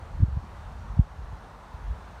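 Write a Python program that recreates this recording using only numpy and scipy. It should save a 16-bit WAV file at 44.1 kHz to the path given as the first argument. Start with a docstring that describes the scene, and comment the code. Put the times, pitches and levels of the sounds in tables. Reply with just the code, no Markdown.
"""Light wind flutters on the microphone of a hand-held camera, in an open paddock edged by trees.
The low flutter comes from swirls of air at the microphone and follows the strength of the breeze.
Handling the camera makes a few dull bumps, which pass through the microphone's bass cut;
the strongest briefly turn the volume down. Underneath lie a soft, even rush of distant air
and one faint, high tick."""
import sys
import numpy as np
from scipy import signal
from scipy.fft import rfft, irfft
from scipy.io import wavfile
from scipy.ndimage import uniform_filter1d

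SR = 44100
rng = np.random.default_rng(int(sys.argv[2]) if len(sys.argv) > 2 else 0)


def bounce(signal):
    """Save signal as a 16-bit WAV file at the path given by the first command-line argument."""
    frames = np.transpose(np.atleast_2d(signal))
    limited = np.clip(frames, -1, 1)
    pcm = np.round(limited * 32767).astype(np.int16)
    wavfile.write(sys.argv[1], SR, pcm)


N = 97020  # 2.2 seconds

# How strongly the wind blows on the microphone (time [s], level [dB])
WIND_LEVELS = [(0, -39.5), (.12, -42.5), (0.148, -31), (0.271, -38), (.39, -32), (.44, -43.5), (.54, -40.5),
               (.66, -40.5), (.82, -38.5), (.94, -38.5), (1.07, -46), (1.24, -38.5), (1.4, -47),
               (1.66, -52), (1.82, -40.5), (1.91, -30), (1.99, -45), (2.2, -50)]
# How strong the wind's flutter is at each pitch (frequency [Hz], relative level [dB])
FLUTTER_SPECTRUM = [(15, -34), (28, -25), (42, 0), (58, 2.5), (85, -4), (125, -14), (190, -25), (300, -49),
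                    (600, -71)]
# Bumps from handling the camera (time [s], thud peak [dB], half width of the push [s], scuff level [dB])
HANDLING_BUMPS = [(0.2028, -18.5, 0.0016, -40), (0.2242, -10, 0.0026, -43), (0.2340, -7.5, 0.0019, -32),
                  (0.283, -23.5, 0.0019, -47), (0.327, -22.5, 0.003, -66), (0.371, -17, 0.0017, -48),
                  (0.442, -36, 0.0013, -45.5), (0.589, -35, 0.0034, -65), (0.899, -26, 0.0027, -64),
                  (0.939, -31, 0.0012, -53), (0.9723, -22.5, 0.002, -61.5), (0.994, -3.5, 0.0015, -46),
                  (1.190, -32.5, 0.0025, -59), (1.33, -30.5, 0.0021, -71), (1.742, -31, 0.0021, -75),
                  (1.906, -32, 0.0024, -74)]
# The tone of the soft scuff that comes with a bump (frequency [Hz], relative level [dB])
SCUFF_SPECTRUM = [(90, -11), (170, 0), (220, -5), (300, -7), (400, -22.5), (550, -31.5), (1200, -73)]
# The tone of the distant air (frequency [Hz], relative level [dB])
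AIR_SPECTRUM = [(20, -20), (90, 2), (170, 4), (300, -5.5), (420, -4), (650, -1), (920, 2.03), (1300, -3.5),
                (1700, -8.5), (2300, -16), (3200, -19.5), (4400, -22), (4900, -26), (5700, -25),
                (7600, -30), (9500, -32), (10400, -38.5), (11600, -37), (15500, -43.5)]
# How the high hiss of the distant air swells (time [s], level change [dB])
HISS_SWELL = [(0, 0), (.3, 0.1), (.55, 1), (.9, -0.1), (1.25, 0.2), (1.6, -.1), (1.85, .5), (2.2, 1)]


def wind_on_microphone():
    """Swirls of air hit the microphone and make a low flutter that rises and falls with the breeze."""
    top_hz = FLUTTER_SPECTRUM[-1][0]  # the flutter keeps fading above the table's last row
    swirls = noise(lambda hz: colour(FLUTTER_SPECTRUM, hz) / (1 + (hz / top_hz) ** 2))
    power = uniform_filter1d(abs(signal.hilbert(swirls)) ** 2, size=1500)
    evenness = 0.36  # share of the random swings in level that is smoothed away
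    flutter = unit(swirls / power ** (evenness / 2))
    return flutter * amp(np.interp(np.arange(N) / SR, *np.transpose(WIND_LEVELS)))


def handling_bumps():
    """Each bump is a smooth push with a soft scuff; the bass cut turns the push into a short wobble."""
    t, bumps = np.arange(N) / SR, np.zeros(N)
    bass_cut_hz, scuff_half_width_s = 47.6, 0.009
    bass_cut = signal.butter(N=5, Wn=bass_cut_hz, btype="highpass", fs=SR, output="sos")
    rub = noise(lambda hz: colour(SCUFF_SPECTRUM, hz))
    for time_s, peak_db, half_width_s, scuff_db in HANDLING_BUMPS:
        push = np.exp(-.5 * ((t - time_s) / half_width_s) ** 2)
        thud = signal.sosfilt(bass_cut, 1e-18 - push)
        scuff = rub * np.exp(-.5 * ((t - time_s) / scuff_half_width_s) ** 2)
        bumps += amp(peak_db) * thud / abs(thud).max() + amp(scuff_db) * scuff
    return bumps


def distant_air():
    """Air moving far away makes a steady rush with faint drifting patches; its hiss swells a little."""
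    level_db, patch_db, hiss_from_hz = -48, 1.02, 1300
    # The sound is built as a grid of short time slices by frequencies.
    slices, hz = N // 256 + 5, np.fft.rfftfreq(1024, 1 / SR)
    real, imaginary, patches = rng.standard_normal((3, slices, len(hz)))
    patches = uniform_filter1d(patches, size=14, axis=0)  # blur over time
    patches = unit(uniform_filter1d(patches, size=10, axis=1))  # blur over frequency
    swell_db = np.interp(np.arange(slices) * 256 / SR, *np.transpose(HISS_SWELL))
    hiss_db = swell_db[:, None] * hz ** 2 / (hz ** 2 + hiss_from_hz ** 2)
    grid = (real + 1j * imaginary) * colour(AIR_SPECTRUM, hz) * amp(patch_db * patches + hiss_db)
    _, rush = signal.istft(grid.T, nperseg=1024, noverlap=768)
    return amp(level_db) * unit(rush[:N])


def faint_tick():
    """One tiny, very high tick: a narrow band of noise that starts fast and dies away."""
    start_s, rise_s, decay_s = 1.733, .003, .008
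    pitch_hz, width_hz, level_db = 12050, 300, -73
    age = np.maximum(np.arange(N) / SR - start_s, 0)
    rise = np.minimum(age / rise_s, 1)
    decay = np.exp(-np.maximum(age - rise_s, 0) / decay_s)
    band = noise(lambda hz: np.exp(-.5 * ((hz - pitch_hz) / width_hz) ** 2))
    return amp(level_db) * rise * decay * band


def scene():
    """All the sounds add up at one microphone."""
    return (distant_air() + wind_on_microphone() + handling_bumps() + faint_tick())[None]


def record(dry):
    """The camera turns itself down after loud bumps, comes back up, and cuts off the highest treble."""
    threshold_db, dip_share, recover_db_per_s, top_hz = -26, 0.13, 43, 15700
    level_db = 10 * np.log10(abs(uniform_filter1d(dry[0] ** 2, size=500)) + 1e-12)
    fall_db = np.arange(N) / SR * recover_db_per_s
    held_db = np.maximum.accumulate(level_db + fall_db) - fall_db  # jumps to each peak, then sinks
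    excess_db = np.maximum(held_db - threshold_db, 0)
    turned_down = dry * amp(-dip_share * uniform_filter1d(excess_db, size=400))
    treble_cut = signal.firwin(1023, top_hz, window=("kaiser", 9), fs=SR)
    return signal.oaconvolve(turned_down, treble_cut[None], "same")


def amp(db):
    """Turns decibels into a number to multiply the sound by."""
    return 10 ** (np.asarray(db) / 20)


def unit(x):
    """Scales a signal so that its average strength (rms) is 1."""
    return x / np.sqrt(np.mean(x ** 2) + 1e-20)


def colour(spectrum, hz):
    """Reads a spectrum table's strength at any frequency, filling in between its rows."""
    table_hz, db = np.transpose(spectrum)
    return amp(np.interp(np.log(hz + 1), np.log(table_hz), db))


def noise(shape):
    """Noise of strength 1 whose tone is set by shape, a function of frequency."""
    white_spectrum = rfft(rng.standard_normal(N))
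    return unit(irfft(white_spectrum * shape(np.fft.rfftfreq(N, 1 / SR)), N))


dry = scene()
out = record(dry)
bounce(out)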